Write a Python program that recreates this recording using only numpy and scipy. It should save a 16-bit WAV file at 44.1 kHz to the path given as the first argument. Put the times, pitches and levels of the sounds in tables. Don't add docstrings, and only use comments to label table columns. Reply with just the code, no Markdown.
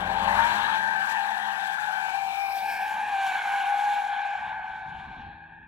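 import sys
import numpy as np
from scipy import signal
from scipy.fft import rfft, irfft
from scipy.io import wavfile
from scipy.ndimage import uniform_filter1d

SR = 44100
rng = np.random.default_rng(int(sys.argv[2]) if len(sys.argv) > 2 else 0)


def master_out(mix):
    frames = np.transpose(np.atleast_2d(mix))
    ceiling = np.clip(frames, -1, 1)
    pcm = np.round(ceiling * 32767).astype(np.int16)
    wavfile.write(sys.argv[1], SR, pcm)


def gain_from_db(level_db):
    decades = np.asarray(level_db, float) / 20
    return 10 ** decades


N = 250297

# time_s, bearing (0 left of the microphone, 1 ahead)
BEARING = [(0, 0.11), (2.4, 0.009), (2.7, 0.83), (3.2, 1), (5.68, 0.9)]


def evened(x):
    return x / np.sqrt(np.mean(abs(x) ** 2) + 1e-20)


def read(points, hz):
    f, value = np.transpose(points)
    return np.interp(np.log(hz + 1), np.log(f + 1), value)


def follow(rows):
    s, *columns = np.transpose(rows)
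    t = np.arange(N) / SR
    gate = np.clip(np.minimum(t - s[0] + .03, s[-1] + .03 - t) / .03, 0, 1)
    return [np.interp(t, s, c) for c in columns] + [gate]


def peaks(times, widths_s, fall):
    t = (np.arange(N) / SR - np.reshape(times, (-1, 1))) / np.reshape(widths_s, (-1, 1))
    return np.minimum(t, -t / fall)


def wander(speed_hz):
    z = rfft(rng.standard_normal(N))
    return evened(irfft(z / (1 + (np.fft.rfftfreq(N, 1 / SR) / speed_hz) ** 4), N))


def noise(spectrum, patchy_db, flicker_db):
    frames, hz = N // 128 + 5, np.fft.rfftfreq(512, 1 / SR)
    a, b, patches = rng.standard_normal((frames, 257, 3)).T
    patches = uniform_filter1d(patches, size=6, axis=0)
    patches = evened(uniform_filter1d(patches, size=24, axis=1))
    flicker = evened(uniform_filter1d(rng.standard_normal(frames), size=20))
    level_db = read(spectrum, hz)[:, None] + patchy_db * patches + flicker_db * flicker
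    z = (a + 1j * b) * gain_from_db(level_db)
    return evened(signal.istft(z, nperseg=512, noverlap=384)[1][:N])


def low_noise(spectrum):
    z = rfft(rng.standard_normal(N))
    return evened(irfft(z * gain_from_db(read(spectrum, np.fft.rfftfreq(N, 1 / SR))), N))


def tone(hz, wobble, speed_hz):
    return 2 * np.pi * (np.cumsum(hz * (1 + wobble * wander(speed_hz))) / SR + rng.random())


def motor_hum():
    # pitch_hz, level_db
    hum_lines = [(80.7, -62.5), (161.5, -59), (242.2, -68), (323.0, -67.5), (403.7, -81)]
    # time_s, level_db
    hum_swell = [(4.9, -38), (5.24, -4), (5.32, -1.5), (5.68, -3.5)]
    swell_db, on = follow(hum_swell)
    t = np.arange(N) / SR
    lines = sum(np.sqrt(2) * gain_from_db(db) * np.sin(2 * np.pi * hz * t) for hz, db in hum_lines)
    return on * gain_from_db(swell_db) * lines


def wind():
    # time_s, level_db
    breeze = [(4.35, -75.5), (4.42, -60.5), (5.0, -60.5), (5.3, -58), (5.36, -70), (5.6, -58), (5.67, -62)]
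    # time_s, level_db, rise_s
    gusts = [(4.399, -59, 0.029), (4.48, -54, 0.03), (4.57, -55.5, 0.036), (4.65, -57, 0.027),
             (4.75, -56, 0.055), (4.88, -49.5, .03), (4.95, -49, 0.044), (5.02, -49, .03),
             (5.09, -46.5, 0.033), (5.2, -46, 0.037), (5.28, -48, .025)]
    # frequency_hz, density_db
    wind_spectrum = [(15, -30.5), (25, -6), (59, 4), (167, 0.5), (330, -11.5), (569, -28), (600, -47),
                     (780, -65), (1320, -120)]
    calm_db, gate = follow(breeze)
    s, top_db, rise_s = np.transpose(gusts)
    gust_db = (top_db[:, None] + 6 * peaks(s, rise_s, fall=1.9)).max(axis=0)
    db = np.maximum(calm_db, gust_db)
    lumps = gate * gain_from_db(db + 0.5) * evened(gain_from_db(1.94 * wander(40)))
    each_port = np.array([low_noise(wind_spectrum), low_noise(wind_spectrum)])
    return lumps * (low_noise(wind_spectrum) + gain_from_db(-11) * each_port)


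def engine():
    # time_s, firing_hz, level_db
    firing = [(0, 177.5, -44), (.2, 183.3, -45.5), (.35, 196.4, -45), (.47, 204.5, -49), (.6, 206.3, -53.5),
              (.82, 187.2, -56.5), (1.15, 200, -60), (1.43, 205.6, -56.5), (1.9, 165.2, -66),
              (2.3, 164.1, -64.5)]
    minor_orders = [(2, -17), (3.5, -3)]
    # pitch_hz, level_db
    drone = [(48.4, -52.5), (91.5, -52.5)]
    # time_s, level_db
    drone_fade = [(0, 1.5), (.4, 5), (.55, -9.5), (1.0, -18.5), (1.5, -27), (2.0, -34)]
    # time_s, second_order_hz, level_db
    away = [(3.2, 371.8, -58), (3.24, 385, -85.5), (3.288, 348.6, -71.5), (3.848, 378, -67),
            (3.952, 369, -71), (4.05, 411, -73)]
    t = np.arange(N) / SR
    hz, db, gate = follow(firing)
    phase = tone(hz, .004, 20)
    off = (3 * hz - 592) / 36.5
    third_db = db + 2 - 10 * np.log10(1 + off ** 4) - 17 * np.maximum(t - 0.43, 0)
    out = gain_from_db(db) * np.cos(phase) + gain_from_db(third_db) * np.cos(3 * phase)
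    out += gain_from_db(db - 11) * np.cos(5 / 2 * phase)
    out = gate * (out + sum(gain_from_db(db + d) * np.cos(k * phase) for k, d in minor_orders))
    fade_db, on = follow(drone_fade)
    for f, d in drone:
        out += on * gain_from_db(d + fade_db + 0.39 * wander(12)) * np.cos(tone(f, 0.038, 9.6))
    hz, db, gate = follow(away)
    return np.sqrt(2) * (out + gate * gain_from_db(db) * np.cos(tone(hz, 0.0025, 14.1)))


def underbody(lift_db, spread_db):
    # frequency_hz, density_db
    rumble = [(15, -53), (25, -29), (32, -37), (46, -8), (86, -1), (171, -5.5), (204, 6.5), (250, -4),
              (369, -8), (420, -4.5), (550, -31.5), (920, -120)]
    # frequency_hz, density_db
    belly = [(220, -32), (330, -6), (450, -3), (560, 3.5), (680, 11), (760, 12.5), (900, -27),
             (4000, -88.5)]
    rumble_db = -37 + lift_db + 0.39 * spread_db
    belly_db = -24 + 0.77 * lift_db + 0.89 * spread_db
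    return gain_from_db(rumble_db) * low_noise(rumble) + gain_from_db(belly_db) * low_noise(belly)


def grit():
    # frequency_hz, density_db
    grit_spectra = [
        [(2710, -28), (4600, 3.5), (4890, 0), (7420, -1.5), (11600, -6), (14800, -8.5), (15500, -26)],
        [(2710, -18.5), (4600, -1.5), (5610, -3), (6470, -12), (8870, -8.5), (9530, -9.5), (13400, -6),
         (15500, -9.5)],
        [(2710, -9.5), (4600, 0.5), (5070, -5.5), (5470, 0.5), (5900, -2.5), (7090, 2), (8350, -9.5),
         (10100, -2.5), (11600, -12), (12700, -8.5), (15500, -18)],
        [(2710, -44), (4600, -8), (5150, -6), (6200, -9), (7270, -7), (8500, -21.5), (10100, -14), (11700, -26),
         (12900, -20), (14200, -31), (15500, -41)],
    ]
    place = np.interp(np.arange(N) / SR, [2.2, 2.45, 2.8, 3.0, 4.0, 4.25], [0, 1, 1, 2, 2, 3])
    crackle = evened(gain_from_db(1.0 * wander(600) + 1.43 * wander(21)))
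    hiss = np.zeros(N)
    for k, spectrum in enumerate(grit_spectra):
        hiss += np.sqrt(np.clip(1 - abs(place - k), 0, 1)) * noise(spectrum, 1.2, 0.23)
    return crackle * hiss


def road():
    # time_s, scrubbing_effort_db, distance_m
    car_course = [(0, -48.5, 15), (.41, -39.5, 10.3), (.7, -42.5, 13.4), (.85, -49, 8.6), (1.3, -47, 11.66),
                  (1.9, -49, 9.5), (2.25, -49.5, 8.06), (2.67, -50.5, 3.33), (3.0, -48, 12.4),
                  (3.27, -44, 10.45), (3.48, -43, 11.56), (3.75, -46.5, 10.7), (4.04, -46.5, 9),
                  (4.1, -50.5, 14), (4.14, -48.5, 16.7), (4.44, -55, 15.1), (4.48, -50.5, 20.1),
                  (4.56, -57, 20.7), (4.8, -61, 22.1), (5.2, -61, 25.2), (5.4, -69.5, 33),
                  (5.67, -79.5, 89)]
    # time_s, level_db
    sprays = [(.01, 3.5), (.41, 0), (.52, 2), (.76, 2), (1.1, 6.5), (2.6, 3), (2.74, 1.5), (2.88, 5.5),
              (3.27, 4), (3.6, 1), (3.72, -2), (4.04, -5.5), (4.26, 2.5), (4.66, 4), (4.77, 9), (4.9, 7.5),
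              (5.0, 6.5), (5.13, 6), (5.22, 6), (5.3, 1), (5.38, 2)]
    # frequency_hz, density_db
    roar = [(550, -14), (700, -28.5), (800, 20), (1000, 12.5), (1250, 6.5), (1600, 11), (2000, 0),
            (2300, -12), (2600, -49), (5000, -84)]
    # frequency_hz, density_db
    scrub = [(1700, -42), (2050, -2), (2250, 9), (2600, 7), (3300, 6), (4200, 1), (4800, -19.5),
             (6000, -43), (9000, -77.5)]
    t = np.arange(N) / SR
    effort_db, far_m, _ = follow(car_course)
    extra_db = effort_db + 50
    s, db = np.transpose(sprays)
    spray_db = db @ np.exp(peaks(s, 0.037, fall=1.0))
    tail_db = 5.5 * np.exp(-((t - 3.034) / 0.2) ** 2)
    lift_db = np.clip(19.5 * (0.33 - t), -20, 0) + tail_db
    spread_db = -20 * np.log10(np.maximum(far_m, 1))
    roar_db = -42.6 + 0.99 * extra_db + 0.16 * spray_db + 0.19 * lift_db
    roar_db += -0.5 * follow(BEARING)[0] + 0.282 * np.minimum(far_m, 20)
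    grit_db = -45 + 0.76 * extra_db - 1.255 * far_m + spray_db
    out = underbody(lift_db, spread_db) + gain_from_db(roar_db) * noise(roar, 1.96, 0.2)
    out += gain_from_db(effort_db + 0.69 * spray_db) * noise(scrub, 2.2, .7)
    return out + gain_from_db(grit_db) * grit()


def stones():
    # time_s, level_db
    strikes = [
        (1.206, -44),
        (3.3684, -46),
        (3.5678, -49),
    ]
    out, t = np.zeros(N), np.arange(400) / SR
    for s, db in strikes:
        at = round(s * SR)
        ring = gain_from_db(db - 60 * t / .004) * np.sin(2 * np.pi * 9000 * t)
        out[at:at + len(t)] += ring * rng.standard_normal(len(t))
    return out


def catches(rows):
    start, length, from_hz, to_hz, db = np.transpose(rows)[:, :, None]
    t = np.arange(0, N / SR + .01, .005)
    ends_s = np.hstack([start, start + length]).ravel()
    hz = np.interp(t, ends_s, np.hstack([from_hz, to_hz]).ravel())
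    sag_db = -2 * np.clip((t - start) / length, 0, 1)
    before_db = 285.5 * np.maximum(start - t, 0)
    after_db = 217 * np.maximum(t - start - length, 0)
    level_db = (db + sag_db - before_db - after_db).max(axis=0)
    return np.transpose([t, hz, level_db])


def skips():
    # time_s, depth_db
    dips = [(.195, -14), (.236, -13), (.3, -6), (.371, -21.5), (0.642, 1), (0.964, -5), (1.032, 5),
            (1.381, 0), (1.668, -3), (1.863, -10), (2.073, -10), (2.131, -4), (2.318, -5), (2.368, -6),
            (2.745, -8), (2.877, -3.5), (2.902, -5), (2.938, -9), (3.333, -27), (3.414, -11), (3.432, -19),
            (4.032, -15), (4.077, -18), (4.309, -6.5), (4.371, -17), (4.398, -7), (4.636, -10), (4.715, -3),
            (4.804, -8), (4.9, -6), (4.992, -11), (5.076, -12), (5.19, -12), (5.341, -13), (5.49, -13.5),
            (5.597, -21)]
    s, db = np.transpose(dips)
    t = np.arange(0, N / SR + .01, .001)
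    dip_db = db @ np.exp(-((t - s[:, None]) / 0.0052) ** 2)
    return np.interp(np.arange(N) / SR, t, dip_db)


def overtones(hz):
    # time_s, slipping share of each cycle (0-1), release_snap_db
    slip_course = [(0, 0.34, -5.5), (.1, 0.37, -7), (.25, 0.32, -6), (.4, 0.35, -2.5), (.6, 0.33, -0.5),
                   (1.0, 0.36, 1.5), (1.11, 0.33, -1), (1.16, 0.39, -3), (1.3, 0.34, -7),
                   (1.85, 0.35, -1.5), (2.15, 0.41, -2.5), (2.27, 0.46, -9), (2.42, 0.48, 0),
                   (2.6, 0.45, -3.5), (2.68, 0.44, 4), (2.76, 0.42, 4), (2.86, 0.39, 1.5),
                   (3.0, 0.41, -0.5), (3.3, 0.41, 5.5), (3.6, 0.39, 1), (3.9, 0.4, -1), (4.1, .39, -1.5),
                   (4.3, 0.4, -1.5), (4.55, 0.38, -2.5), (5.1, 0.38, -12), (5.67, 0.38, -16.5)]
    slip, snap_db, _ = follow(slip_course)
    edge_db = snap_db - 0.5 * np.maximum(hz - 830, 0)
    levels_db = []
    for k, db in [(2, -35.5), (3, -45), (4, -66.5)]:
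        levels_db.append(edge_db + db + 10 * np.log10(np.sin(k * np.pi * slip) ** 2 + 0.0035))
    return levels_db


def tyre(rows, crowd_db, extra_snap_db, ceiling_db):
    # time_s, phase_rad
    smear = [(0, 0.11), (1.0, 0.11), (1.3, 0.27), (2.2, .2), (2.45, .26), (2.85, 0.42), (3.2, .25),
             (3.8, .25), (5.68, 0.21)]
    crowd_snap_db = (0, 3.5, 4.5, 4)
    hz, note_db, _ = follow(catches(rows))
    levels_db = [note_db] + [db + extra_snap_db for db in overtones(hz)]
    loose = np.clip((-29 - note_db) / 7, 0, 1)
    crowd_db = crowd_db - 5 * (1 - loose)
    blur, skip_db = follow(smear)[0], skips()
    out = np.zeros(N)
    patches = [(1, 1, .009, 24, .9), (crowd_db, 1.07, .02, 40, 3.0),
               (crowd_db, .94, .02, 40, 3.0), (crowd_db, 1.01, .07, 70, 3.0)]
    for db, detune, wobble, speed_hz, grip_db in patches:
        phase = tone(hz * detune, wobble * (0.593 + (1 - 0.593) * loose), speed_hz)
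        db = db - 2.5 * np.maximum(loose, .15) * np.maximum(wander(9.1) - .4, 0)
        for k, level_db in enumerate(levels_db):
            catch_db = db + np.minimum(level_db, note_db + ceiling_db[k])
            catch_db = catch_db + grip_db * wander(83) + crowd_snap_db[k] * (detune != 1)
            gain = gain_from_db(catch_db + skip_db / (k + 1) ** 2)
            out += gain * np.cos((k + 1) * phase + blur * k * wander(90))
    return np.sqrt(2) * out


def inner_tyre():
    # start_s, length_s, start_pitch_hz, end_pitch_hz, level_db
    inner_catches = [(0, 0.11, 792.3, 798, -37), (.11, 0.11, 783.5, 807.4, -31.5),
                     (.24, 0.13, 795, 822, -30.5), (.42, 0.074, 814.4, 820.5, -43),
                     (.56, 0.16, 813, 825, -37), (.74, 0.2, 803, 790.5, -42.5),
                     (.94, 0.15, 795, 792, -38.5), (1.17, 0.25, 807.5, 795, -35.5),
                     (1.42, 0.13, 803.5, 797, -36), (1.58, 0.15, 777, 791, -37.5),
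                     (1.88, 0.13, 757, 773.7, -38), (2.02, .1, 786.6, 765.5, -34.5),
                     (2.14, 0.21, 798, 776.5, -30.5), (2.38, 0.27, 796, 772, -30.5),
                     (2.65, 0.18, 804, 770, -33.5), (2.86, 0.15, 790, 784, -39),
                     (3.03, 0.11, 824, 810, -34), (3.13, 0.17, 793.1, 771.5, -28.5),
                     (3.42, 0.79, 742, 765.7, -45), (4.2, 0.43, 771, 769, -42),
                     (4.65, 0.095, 770, 769.6, -45), (4.82, 0.22, 769.6, 780.4, -44.5),
                     (5.12, 0.24, 776, 813, -48.5), (5.4, 0.18, 805.6, 822.5, -54)]
    inner_tops_db = (0, 14.5, 9, -15)
    return tyre(inner_catches, -10.5, 0, inner_tops_db)


def outer_tyre():
    # start_s, length_s, start_pitch_hz, end_pitch_hz, level_db
    outer_catches = [(0, 0.17, 886, 889, -53), (.18, 0.16, 880, 897, -30), (.385, 0.08, 915, 935.7, -24.5),
                     (.47, 0.046, 939.8, 950.1, -29), (.56, 0.077, 940, 900, -36),
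                     (.7, 0.27, 885, 872.6, -32), (1.1, 0.087, 878, 873.5, -32.5),
                     (1.25, 0.36, 878, 871, -37.5), (1.65, 0.099, 860, 855, -37.5),
                     (1.8, 0.31, 835, 870.6, -35.5), (2.15, 0.16, 860, 870, -39.5),
                     (2.63, 0.11, 865, 862.8, -35.5), (2.8, 0.06, 845, 830, -32),
                     (2.87, 0.15, 852.6, 858, -32.5), (3.34, 0.069, 820, 795, -32),
                     (3.46, 0.22, 805, 798.6, -28.5), (3.68, 0.125, 812, 812, -25),
                     (3.82, 0.25, 825, 814.4, -25.5), (4.09, 0.27, 812, 808, -29.5),
                     (4.42, 0.17, 845, 852, -35.5), (4.64, 0.16, 850, 850.5, -39),
                     (4.82, 0.15, 862, 875, -43), (5.04, 0.2, 880, 869.5, -49), (5.3, 0.39, 888, 882, -57)]
    outer_tops_db = (-1.5, -7.5, -18.5, -30)
    # time_s, extra_snap_db
    outer_snap = [(0, 3), (.35, 6), (.6, 10), (.8, 19.5), (1.05, 8), (1.15, 25), (1.45, 22), (1.75, 4),
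                  (1.9, -2.5), (2.3, 12), (2.7, 3), (3.0, -4), (5.68, -3)]
    return tyre(outer_catches, -9.0, follow(outer_snap)[0], outer_tops_db)


def travel(z, hz, t, ahead):
    # time_s, highest_carried_hz
    air_edge = [(5.12, 19890), (5.17, 6990), (5.22, 5900), (5.3, 5400), (5.4, 4930), (5.52, 4300),
                (5.68, 3800)]
    # time_s, first_cancelled_hz (odd multiples too), strength (0-1)
    sweep = [(1.9, 700, 0), (2.0, 670, 0.3), (2.15, 680, .3), (2.45, 660, 0.47), (2.581, 694.7, 0.29),
             (2.62, 1140, 0.65), (2.72, 1250, 0.23), (2.82, 1370, 0.73), (2.93, 1450, 0.03),
             (3.05, 1380, 0.28), (3.3, 1380, 0.07)]
    to_edge = hz[:, None] / np.interp(t, *np.transpose(air_edge))
    z = z * np.sqrt(0.42 ** 2 + 1 / (1 + to_edge ** 12))
    echo_band = np.exp(-((hz - 1364) / 87) ** 2)
    z = z * gain_from_db(np.outer(echo_band, -0.5 * (1 - ahead) - 16 * ahead))
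    z = z * gain_from_db(3.5 * np.exp(-((to_edge - .9) / 0.077) ** 2))
    s, first_hz, strength = np.transpose(sweep)
    above_710_hz = 1 / (1 + (710 / (hz + 1)) ** 8)
    share = np.outer(above_710_hz, np.clip(np.interp(t, s, strength), 0, .9))
    return z * (1 - share * np.sin(np.pi / 2 * hz[:, None] / np.interp(t, s, first_hz)) ** 8)


def ports(x):
    # frequency_hz, left_minus_right_db
    left_db = [(60, 3), (110, -3.5), (200, 1.5), (380, 3.5), (700, 10.5), (1290, 19), (2380, 7.5),
               (4400, 12), (8120, -1.5), (15000, 30)]
    # frequency_hz, left_lead_rad
    left_rad = [(0, 0), (1210, -1.6), (1810, -3.7), (2840, -2.1), (3960, -2.8), (4480, -3.5), (6030, -2.1),
                (8440, -1.8), (9820, -0.7), (10600, -0.4), (11800, 0.6), (13200, 0.7), (13900, 2.4),
                (15200, 2.2)]
    # frequency_hz, left_minus_right_db
    ahead_db = [(60, -3), (110, 1.5), (200, 0.5), (380, 1), (700, 3.5), (1290, 0.5), (2380, -0.5),
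                (4400, 2.5), (8120, -2.5), (15000, -0.5)]
    # frequency_hz, left_lead_rad
    ahead_rad = [(0, 0), (1290, -.7), (3400, -.4), (6000, -.6), (15000, -1.6)]
    # time_s, loss_db
    shade = [(4.1, 5), (4.45, 10), (4.7, 19), (5.0, 24), (5.3, 11), (5.68, 1)]
    # frequency_hz, level_db
    scatter_db = [(60, -35), (250, -6), (800, -11.5), (1500, -2), (3000, -6.5), (6000, 0.5), (9000, -3),
                  (13000, -1.5)]
    hz, t, z = signal.stft(x, SR, nperseg=512)
    ahead = np.clip(np.interp(t, *np.transpose(BEARING)), 0, 1)
    db = np.outer(read(left_db, hz), 1 - ahead) + np.outer(read(ahead_db, hz), ahead)
    db += np.outer(np.clip(hz / 4000 - 1, 0, 1), np.interp(t, *np.transpose(shade)))
    rad = np.outer(np.interp(hz, *np.transpose(left_rad)), 1 - ahead)
    rad += np.outer(np.interp(hz, *np.transpose(ahead_rad)), ahead)
    scatter = gain_from_db(read(scatter_db, hz))[:, None]
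    ratio = gain_from_db(-db) / np.sqrt(1 + scatter ** 2)
    delay = np.exp(-1j * rad)
    left = 2 * travel(z, hz, t, ahead) / abs(1 + ratio * delay)
    late = np.roll(left, 9, axis=1)
    right = ratio * (left * delay + scatter * late)
    return signal.istft(np.array([left, right]), SR, nperseg=512)[1][:, :N]


def scene():
    car = engine() + road() + stones() + inner_tyre() + outer_tyre()
    hiss = gain_from_db(-94) * rng.standard_normal((2, N))
    return ports(car) + wind() + motor_hum() + hiss


def roll_off(x):
    return signal.sosfilt(signal.butter(12, 15780, fs=SR, output="sos"), x)


def record(dry):
    return roll_off(dry)


dry = scene()
out = record(dry)
master_out(out)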